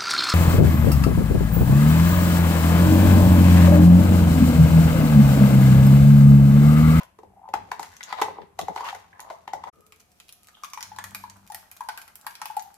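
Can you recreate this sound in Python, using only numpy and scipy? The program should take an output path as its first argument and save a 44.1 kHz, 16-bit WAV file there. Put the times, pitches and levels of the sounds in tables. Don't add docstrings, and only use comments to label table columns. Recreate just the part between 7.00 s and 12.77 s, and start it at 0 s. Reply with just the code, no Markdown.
import sys
import numpy as np
from scipy import signal
from scipy.fft import rfft, irfft, next_fast_len
from scipy.io import wavfile
from scipy.ndimage import uniform_filter1d, map_coordinates

SR = 44100
rng = np.random.default_rng(int(sys.argv[2]) if len(sys.argv) > 2 else 0)


def inscribe(sig):
    pcm = np.round(np.clip(np.atleast_2d(sig).T, -1, 1) * 32767)
    wavfile.write(sys.argv[1], SR, pcm.astype(np.int16))


N = 254633
TIME = np.arange(N) / SR

# (centre time [s], Gaussian width [s], level [dB], relative spit level [dB], spit resonance [Hz])
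SQUEEZES = [(0.01, 0.016, -44, -3.5, 2690), (1.109, 0.028, -46.5, 3, 4630), (1.19, 0.016, -43, 1.5, 3800),
            (1.807, 0.0081, -37.5, -3.5, 4740), (1.86, 0.014, -41.5, 5, 2830),
            (1.893, 0.007, -39.5, 7.5, 3160), (2.679, 0.0078, -36, -11.5, 2030)]
# (time [s], level [dB], relative smack level [dB], resonance [Hz])
FILM_SNAPS = [(0.033, -35.5, -3, 11370), (0.967, -34.5, -22.5, 5800), (1.03, -27, -16.5, 3220),
              (1.036, -25.5, -9.5, 6250), (1.417, -57.5, 21, 2020), (1.613, -26, -12, 3320),
              (2.2034, -27.5, -24, 12540), (2.865, -47, -18, 11430), (2.922, -40.5, -1, 2410),
              (3.002, -47, -3, 5950), (3.2002, -38.5, -3.5, 3160), (3.2912, -38, -12, 3150),
              (3.3246, -36, -19, 12000), (3.432, -46.5, -19, 10460), (3.485, -45, 4.5, 6830),
              (3.6451, -31.5, -2.5, 3010), (3.807, -31.5, 0, 5400), (3.827, -24.5, -6.5, 4770),
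              (4.298, -37, -5, 6950), (4.714, -34.5, -5.5, 11500), (5.016, -35.5, -3.5, 11500),
              (5.078, -42, 3.5, 11000), (5.1551, -33, -16.5, 11500), (5.353, -34, -6, 3290),
              (5.595, -33.5, -3.5, 6140), (5.623, -36, -18, 12300)]
# (time [s], level [dB], pitch [Hz], smack [dB], snap [dB], thud [dB], pitch of air under the hand [Hz])
AIR_POCKETS = [(0.188, -38, 934, -15.5, -21.5, -1.5, 418), (0.233, -36.5, 790, -27, -28.5, -7.5, 400),
               (0.488, -33.5, 785, -17, -22.5, -8, 990), (0.538, -11.5, 812, -11, -24.5, -16.5, 867),
               (0.716, -16.5, 930, -8, -21.5, -23.5, 740), (0.795, -21, 828, -17, -16.5, -18.5, 920),
               (0.829, -30, 925, -3.5, -6.5, -20, 735), (1.007, -37.5, 840, 5.5, -16, -19, 1420),
               (1.126, -19.5, 835, -5, -22.5, -20, 1273), (1.2151, -15, 1030, -12.5, -13.5, -5, 386),
               (1.2195, -10, 826, -8, -20, -21, 870), (1.283, -24, 826, -27, -30, -9, 497),
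               (1.385, -27, 813, -36.5, -50, -6.5, 955), (1.59, -17, 707, -10.5, -13.5, -18, 1144),
               (1.683, -15, 784, -22.5, -30, -17.5, 422), (1.761, -18.5, 880, -13.5, -23.5, -16.5, 914),
               (1.776, -29, 766, -2, -19, -34, 850), (1.806, -21.5, 927, -21.5, -28.5, -19, 990),
               (1.928, -22.5, 804, -32, -28, -49, 820), (1.948, -30.5, 742, -6.5, -11.5, -12, 776),
               (2.194, -33, 876, -5, -20, -19, 900), (2.301, -28, 930, -9.5, -23, -10.5, 1050),
               (2.307, -26.5, 660, -17.5, -30.5, -16.5, 685), (2.477, -24, 830, -11, -24.5, -21, 816),
               (2.534, -17.5, 770, -17, -22.5, -21.5, 862), (2.638, -24, 878, -13, -26.5, -27, 1060)]
# (start [s], end [s], first level [dB], last level [dB],
# first pitch [Hz], last pitch [Hz], first rate [1/s], last rate [1/s])
BUBBLE_STRINGS = [(0.301, 0.478, -57, -37, 730, 823, 59.7, 130.6),
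                  (1.832, 1.899, -30.5, -32.5, 950, 1020, 202, 326.6)]
# (time of full push [s], hold [s], gurgle level [dB], smear level [dB])
HAND_STROKES = [(0.8, 0.07, -56.5, -57), (1.21, 0.017, -39, -68), (1.776, 0.14, -46.5, -56.5),
                (2.264, 0.015, -45, -62.5), (2.647, 0.06, -50.5, -69)]
# (time [s], level [dB])
JAR_JOLTS = [(0.56, -48), (1.25, -54.5), (1.61, -54), (2.56, -56.5)]
# (centre time [s], Gaussian width [s], level [dB], resonance [Hz])
GAP_SQUEAKS = [(0.935, 0.0079, -54.5, 1800), (2.133, 0.0034, -49.5, 1800), (3.55, 0.0029, -46, 3140)]
# (time when full [s], hold [s], level [dB])
HUM_SWELLS = [(0.28, 0.02, -58.5), (3.91, 0.54, -58.5), (4.09, 0.034, -54)]
# (time when full [s], hold [s], level [dB], frequency [Hz])
JAR_TONES = [(2.76, 0.061, -66.5, 437), (2.73, 0.081, -64.5, 1260), (3.066, 0.67, -75, 721),
             (3.51, 0.047, -63.5, 1240)]
# (time [s], level [dB], pitch [Hz], smack [dB], snap [dB], small bubble [Hz], snap resonance [Hz])
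BLOBS = [(3.635, -23.5, 1154, -14, -9.5, 2310, 5500), (3.7337, -29, 1050, -7, -1.5, 2320, 5500),
         (3.774, -23.5, 970, -9.5, -17, 2350, 6000), (3.916, -31.5, 853, -12.5, -34, 1800, 6000),
         (3.962, -36.5, 945, -18, -5.5, 1750, 4500), (3.986, -23.5, 950, -2.5, -10.5, 1750, 7500),
         (4.04, -32.5, 1180, 4, 3, 1890, 9000), (4.1473, -30, 1160, 2, 4.5, 2380, 12000),
         (4.238, -24.5, 967, -16.5, -20, 1650, 4000), (4.5, -29.5, 854, -18, -16, 1740, 6000),
         (4.52, -32.5, 810, -6.5, -4.5, 1860, 11500), (4.546, -31, 800, -2.5, 3.5, 1906, 12000),
         (4.8066, -19.5, 964, -18.5, -19.5, 1630, 12500), (4.887, -19, 900, -3.5, -11.5, 1500, 5000),
         (4.975, -36, 920, 6.5, 4, 1592, 12500), (5.2658, -21.5, 970, -2.5, -6, 1615, 12000),
         (5.416, -21.5, 946, -3.5, -9.5, 1308, 8000), (5.4557, -26, 905, -3.5, -4, 2540, 11500),
         (5.5, -25, 884, -17.5, -22, 1480, 8000), (5.567, -16, 814, -21, -16.5, 1406, 11500)]

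# (frequency [Hz], bandwidth [Hz], gain [dB])
JAR_MODES = [(401, 3.2, 5), (434, 5.5, 2.5), (686, 7.3, -1.5), (885, 14, -5), (1230, 43, 2),
             (1462, 20, -0.5), (2052, 8.2, -4)]
BOWL_MODES = [(863, 32, 4), (1197, 51, -0.5), (1565, 35, -4.5), (2436, 17, 4.5)]
COUNTER_MODES = [(97, 5.9, 6)]

# (frequency [Hz], relative spectral density [dB])
THUD_SPECTRUM = [(100, -25.5), (250, -13.5), (420, -0.5), (600, -5.5), (1000, -13.5), (3000, -91)]
SMACK_SPECTRUM = [(400, -20), (900, 0.5), (1400, 2.5), (2050, 2), (2500, -3.5), (4500, -8.5), (9000, -40.5)]
SNAP_SPECTRUM = [(800, -38), (2500, -5.5), (6500, 1), (9000, -6.5), (14000, -2), (16000, -28.5)]
GURGLE_SPECTRUM = [(150, -24), (400, -18.5), (600, -6), (860, 2), (1050, 1.5), (1400, -19.5), (3000, -49)]
SLOSH_SPECTRUM = [(110, -22), (160, 10), (240, 0), (480, 3.5), (650, 1), (1100, -38.5)]
CRACKLE_SPECTRUM = [(1200, -25), (2400, -3.5), (3500, -7), (6000, -3.5), (9000, -7), (13000, -4.5),
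                    (15000, -15), (16000, -24.5)]
FLOW_SPECTRUM = [(400, -45), (620, 2), (900, 3.5), (1600, 1.5), (2400, -19.5), (4500, -39.5)]
RUMBLE_SPECTRUM = [(20, -23), (50, -1.5), (85, 3), (130, -7), (182, 0.5), (262, -8.5), (500, -19.5),
                   (900, -64)]
AIR_SPECTRUM = [(100, -9), (650, -5.5), (2400, -15), (4000, -24.5), (13000, -20.5), (16000, -41)]

# (frequency [Hz], decay time T60 [s])
KITCHEN_T60 = [(100, 0.87), (900, 0.44), (3000, 0.49), (8000, 0.31)]

STIR_END_S, POUR_START_S = 2.697, 2.731
POP_CYCLES, POP_GLIDE = 2.28, 0.32
JAR_TEAR_S, RIM_TEAR_S = 0.00047, 0.00061


def amp(db):
    return 10 ** (np.asarray(db) / 20)


def unit(x):
    return x / np.sqrt(np.mean(x ** 2) + 1e-20)


def along(points, hz):
    freqs, values = np.transpose(points)
    return np.interp(np.log(hz + 1), np.log(freqs + 1), values)


def wobble(knots_per_s):
    return map_coordinates(rng.standard_normal(int(N * knots_per_s / SR) + 4), [TIME * knots_per_s])


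def pulse(centre_s, width_s):
    return np.exp(-((TIME - centre_s) / width_s) ** 2 / 2)


def swells(rows, rise_db_per_s, fall_db_per_s):
    power = np.zeros(N)
    for s, hold, db in rows:
        rise_db = rise_db_per_s * np.maximum(s - TIME, 0)
        fall_db = fall_db_per_s * np.maximum(TIME - s - hold, 0)
        power += amp(db - rise_db - fall_db) ** 2
    return np.sqrt(power)


def add(track, s, sound):
    part = track[:, max(round(s * SR), 0):][:, :sound.shape[-1]]
    part += sound[..., :part.shape[-1]]


def filtered(x, response):
    n = x.shape[-1]
    padded = next_fast_len(n + 8192)
    return irfft(rfft(x, padded) * response(np.fft.rfftfreq(padded, 1 / SR)), padded)[..., :n]


def coloured(x, spectrum):
    def response(hz):
        cepstrum = irfft(np.log(amp(along(spectrum, hz))))
        half = len(cepstrum) // 2
        return np.exp(rfft(np.r_[cepstrum[0], 2 * cepstrum[1:half], np.zeros(half)]))
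    return filtered(x, response)


def resonator(f, hz, width, db):
    return amp(db) * 1j * f * width / (hz * hz - f * f + 1j * f * width)


def resonate(x, modes):
    return filtered(x, lambda f: sum(resonator(f, *mode) for mode in modes))


def peaked(x, hz, q, mode_db):
    return filtered(x, lambda f: 1 + resonator(f, hz, hz / q, mode_db))


def reverb(x, t60s, delay_s):
    hz, t, bins = signal.stft(rng.standard_normal((2, SR // 2)), SR, nperseg=256)
    tail = signal.istft(bins * amp(-60 * t / along(t60s, hz)[:, None]), SR, nperseg=256)[1]
    tail = np.pad(tail / np.linalg.norm(tail[0]), ((0, 0), (int(delay_s * SR), 0)))
    return signal.fftconvolve(x, tail, axes=1)[:, :N]


def noise(n, coherence):
    common = rng.standard_normal(n)
    arrivals = np.array([common, np.roll(common, rng.integers(0, 7))])
    return np.sqrt(coherence) * arrivals + np.sqrt(1 - coherence) * rng.standard_normal((2, n))


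def grains(spectrum, per_s, spread_db, coherence):
    onsets = rng.random(N) < per_s / SR
    sizes = amp(spread_db * np.minimum(rng.standard_exponential(N), 3))
    return unit(coloured(onsets * sizes * noise(N, coherence), spectrum))


def burst(spectrum, life_s, coherence, rise_s=0.00051, cell=None):
    t = np.arange(SR // 20) / SR
    decay = np.exp(-t / life_s)
    onset = 1 - np.exp(-(t / rise_s) ** 2)
    x = coloured(decay * onset * noise(len(t), coherence), spectrum)
    if cell is not None:
        x = peaked(x, *cell)
    return x * np.sqrt(2 * np.sum(decay ** 2) / np.sum(x ** 2))


def pocket(hz, swell_s, glide, left_db, lead_rad):
    age = np.arange(SR // 20) / SR / swell_s
    phase = 2 * np.pi * np.cumsum(hz * (1 + glide * np.exp(-2 * age))) / SR
    envelope = age * np.exp((1 - age * age) / 2)
    side = np.array([[.5], [-.5]])
    return amp(side * left_db) * envelope * np.sin(phase + side * lead_rad)


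def ring(hz, t60_s, attack_s):
    t = np.arange(SR // 5) / SR
    return np.sin(2 * np.pi * hz * t) * amp(-60 * t / t60_s) * (1 - np.exp(-t / attack_s))


def room_tone():
    swell = swells(HUM_SWELLS, rise_db_per_s=166, fall_db_per_s=90)
    rumble = unit(coloured(noise(N, coherence=0.78), RUMBLE_SPECTRUM))
    hiss = unit(coloured(noise(N, coherence=0.27), AIR_SPECTRUM))
    phase = 2 * np.pi * np.cumsum(98.3 + 1.08 * wobble(14)) / SR
    hum = amp(2.6 * wobble(23.94)) * np.sin(phase) + amp(-2) * np.sin(2 * phase)
    return np.hypot(amp(-69.5), amp(-5.5) * swell) * rumble + amp(-69) * hiss + swell * hum


def handling():
    jolts = swells([(s, 0, db) for s, db in JAR_JOLTS], rise_db_per_s=448.5, fall_db_per_s=75)
    grip = amp(-68) * (TIME < STIR_END_S)
    shake = coloured(noise(N, coherence=1), RUMBLE_SPECTRUM)
    boom = unit(shake + resonate(shake, COUNTER_MODES))
    slosh = grains(SLOSH_SPECTRUM, per_s=740, spread_db=1, coherence=0.62)
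    return np.hypot(jolts, grip) * boom + jolts * amp(-1 + 9 * wobble(34.55)) * slosh


def squirts():
    x = np.zeros((2, N))
    bubbles = grains(GURGLE_SPECTRUM, per_s=1100, spread_db=1.5, coherence=0.7)
    spit = grains(SMACK_SPECTRUM, per_s=1800, spread_db=2.5, coherence=0.98)
    spit += amp(-8.5) * grains(SNAP_SPECTRUM, per_s=2100, spread_db=2.5, coherence=0.21)
    for s, width, db, spit_db, spit_hz in SQUEEZES:
        tuned_spit = unit(peaked(spit, spit_hz, q=11, mode_db=5.5))
        x += amp(db - 2) * pulse(s, width) * (bubbles + amp(spit_db) * tuned_spit)
    return x


def film_snaps(rows, spectrum, tear_s, snap_db):
    x = np.zeros((2, N))
    for s, db, smack_db, hz in rows:
        click = burst(spectrum, life_s=2 * tear_s, coherence=0.44, rise_s=tear_s, cell=(hz, 3.4, 7))
        smack = burst(SMACK_SPECTRUM, life_s=0.0046, coherence=0.19, rise_s=tear_s)
        add(x, s, amp(db) * (amp(snap_db) * click + amp(smack_db - 8.5) * smack))
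    return x


def pops():
    x = np.zeros((2, N))
    for s, db, hz, smack_db, snap_db, thud_db, trapped_hz in AIR_POCKETS:
        lead_in = burst(SMACK_SPECTRUM, life_s=0.004, coherence=0.32, rise_s=0.002)
        snap = burst(SNAP_SPECTRUM, life_s=0.004, coherence=0.26)
        smack = burst(SMACK_SPECTRUM, life_s=0.0028, coherence=0.47, cell=(1983, 24, 0.5))
        thud = burst(THUD_SPECTRUM, life_s=0.0055, coherence=0.8)
        escape = min(trapped_hz / 876, 1)
        add(x, s - 0.004, amp(db - 26) * lead_in)
        add(x, s - 0.0005, amp(db + snap_db + 3) * snap)
        add(x, s, amp(db) * (amp(smack_db + 0.5) * smack + amp(thud_db - 2) * thud))
        add(x, s, amp(db - 3) * pocket(hz, POP_CYCLES / hz, POP_GLIDE, left_db=0.5, lead_rad=0.147))
        add(x, s, amp(db - 10.5) * escape * ring(trapped_hz, t60_s=0.057, attack_s=0.0026))
    return x


def afterbubbles():
    x = np.zeros((2, N))
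    mean_gap_s, max_drop_octaves, loss_db = 0.0086, 0.49, 4.5
    for s, db, pop_hz, *_ in AIR_POCKETS:
        for k, (gap, drop) in enumerate(rng.random((3, 2))):
            s += mean_gap_s * (.5 + gap)
            hz = pop_hz * 2 ** (-max_drop_octaves * drop)
            bubble = pocket(hz, POP_CYCLES / hz, POP_GLIDE, left_db=-3.5, lead_rad=0)
            add(x, s, amp(db - 21.5 - loss_db * k) * bubble)
    return x


def slurps():
    x = np.zeros((2, N))
    for start, end, *ramps in BUBBLE_STRINGS:
        s = start
        for gap, size, detune in rng.standard_normal((60, 3)):
            if s >= end:
                break
            db, hz, rate = (np.interp(s, [start, end], ramp) for ramp in np.reshape(ramps, (-1, 2)))
            pitch = hz * np.exp(0.081 * detune)
            bubble = pocket(pitch, POP_CYCLES / hz, glide=0.28, left_db=0.5, lead_rad=0.21)
            add(x, s, amp(db + 2 * size) * bubble)
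            s += np.exp(0.56 * gap) / rate
    return x


def strokes():
    gurgle = swells([row[:3] for row in HAND_STROKES], rise_db_per_s=101, fall_db_per_s=140.5)
    smear_rows = [(s, hold, db) for s, hold, _, db in HAND_STROKES]
    smear = swells(smear_rows, rise_db_per_s=102.5, fall_db_per_s=83.5)
    bubbles = grains(GURGLE_SPECTRUM, per_s=400, spread_db=2.5, coherence=0.58)
    smacks = grains(SMACK_SPECTRUM, per_s=1600, spread_db=8, coherence=0.25)
    snaps = grains(SNAP_SPECTRUM, per_s=580, spread_db=3, coherence=0.47)
    x = gurgle * amp(-2.5 + 3.85 * wobble(40.14)) * bubbles
    return x + smear * (amp(1.9 * wobble(36)) * smacks + amp(-0.5 + 3.1 * wobble(29.78)) * snaps)


def stirring():
    snaps = [row for row in FILM_SNAPS if row[0] < STIR_END_S]
    x = slurps() + afterbubbles() + film_snaps(snaps, SNAP_SPECTRUM, JAR_TEAR_S, snap_db=0)
    x += pops() + strokes() + squirts()
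    walls = amp(-5) * reverb(x, [(400, 0.14), (8000, 0.12)], delay_s=0.004)
    kitchen = amp(-10.5) * reverb(x, KITCHEN_T60, delay_s=0.008)
    x += walls + resonate(x, JAR_MODES) + kitchen
    muffled = filtered(x, lambda hz: 1 / np.sqrt(1 + (hz / 10980) ** 4))
    return muffled * amp([[.6], [-.6]])


def squeaks():
    x = np.zeros((2, N))
    bursts = (rng.random(N) < 1500 / SR) * noise(N, coherence=1)
    for s, width, db, hz in GAP_SQUEAKS:
        gap = [(hz, 0.23 * hz, 0)]
        x += amp(db) * pulse(s, width) * unit(resonate(resonate(bursts, gap), gap))
    return x + amp(-2) * reverb(x, KITCHEN_T60, delay_s=0.011)


def jar_tones(q=12):
    x = np.zeros((2, N))
    for s, hold, db, hz in JAR_TONES:
        mode = [(hz, hz / q, 0)]
        tone = unit(resonate(resonate(noise(N, coherence=0.67), mode), mode))
        x += swells([(s, hold, db)], rise_db_per_s=129, fall_db_per_s=69) * tone
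    return x


def sliding_film(clicks_per_s=35):
    level_db = np.interp(TIME, [2.4, 3.23], [-83, -65]) + 0.61 * wobble(27)
    fizz = grains(CRACKLE_SPECTRUM, per_s=3700, spread_db=1, coherence=0.38)
    sizes = (rng.random(N) < clicks_per_s / SR) * rng.random(N) ** 2
    decays = signal.lfilter([1], [1, -np.exp(-1 / (2 * RIM_TEAR_S * SR))], sizes)
    clicks = unit(coloured(decays * noise(N, coherence=0.68), CRACKLE_SPECTRUM))
    return amp(level_db) * (amp(-5) * fizz + amp(-1) * clicks)


def plops(froth_fall_db_per_s=188):
    x, froth = np.zeros((2, N)), np.zeros((1, N))
    for s, db, hz, smack_db, snap_db, bubble_hz, snap_hz in BLOBS:
        cycles = 1.62 - 0.09 * smack_db
        plop = pocket(hz, cycles / hz, glide=0.039, left_db=2.5, lead_rad=0.69)
        smack = burst(SMACK_SPECTRUM, life_s=0.0056, coherence=0.71, rise_s=RIM_TEAR_S)
        bubble = ring(bubble_hz, t60_s=0.036, attack_s=0.0015)
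        snap = burst(CRACKLE_SPECTRUM, life_s=0.0015, coherence=0.69, rise_s=RIM_TEAR_S,
                     cell=(snap_hz, 2.7, 1.5))
        add(x, s, amp(db) * (amp(-5.5) * plop + amp(smack_db - 9) * smack + amp(snap_db + 2) * snap))
        add(x, s, amp(db + smack_db - 5) * bubble)
        add(froth, s, amp(db + snap_db - 28 - froth_fall_db_per_s * TIME[:SR // 2]))
    return x + froth * grains(CRACKLE_SPECTRUM, per_s=3700, spread_db=6, coherence=0.35)


def flow():
    bulk = amp(-65.5 - 17 * np.interp(TIME, [4, 3.565], [1, 0]))
    drag = swells([(s, 0, db - 40.5) for s, db, *_ in BLOBS], rise_db_per_s=268, fall_db_per_s=120)
    squelch = grains(FLOW_SPECTRUM, per_s=530, spread_db=10, coherence=0.71)
    return np.hypot(bulk, drag) * amp(wobble(28)) * squelch


def pouring():
    snaps = [row for row in FILM_SNAPS if row[0] > POUR_START_S]
    x = film_snaps(snaps, CRACKLE_SPECTRUM, RIM_TEAR_S, snap_db=1.1) + sliding_film() + plops() + flow()
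    walls = amp(-3.5) * reverb(x, [(800, 0.089), (8000, 0.037)], delay_s=0.0033)
    kitchen = amp(-5.5) * reverb(x, KITCHEN_T60, delay_s=0.008)
    return x + jar_tones() + walls + resonate(x, BOWL_MODES) + kitchen


def scene():
    before = uniform_filter1d(1.0 * (TIME < STIR_END_S), size=400)
    after = uniform_filter1d(1.0 * (TIME > POUR_START_S), size=400)
    paste = before * stirring() + after * pouring()
    return paste + (before + after) * (squeaks() + handling() + room_tone())


def record(dry):
    balance = [(100, 1.1), (400, 3), (900, 1.1), (2000, 3), (4000, -3), (8000, 0)]
    side = np.array([[.5], [-.5]])
    return filtered(dry, lambda hz: amp(side * along(balance, hz)) * (hz < 16200))


dry = scene()
out = record(dry)
inscribe(out)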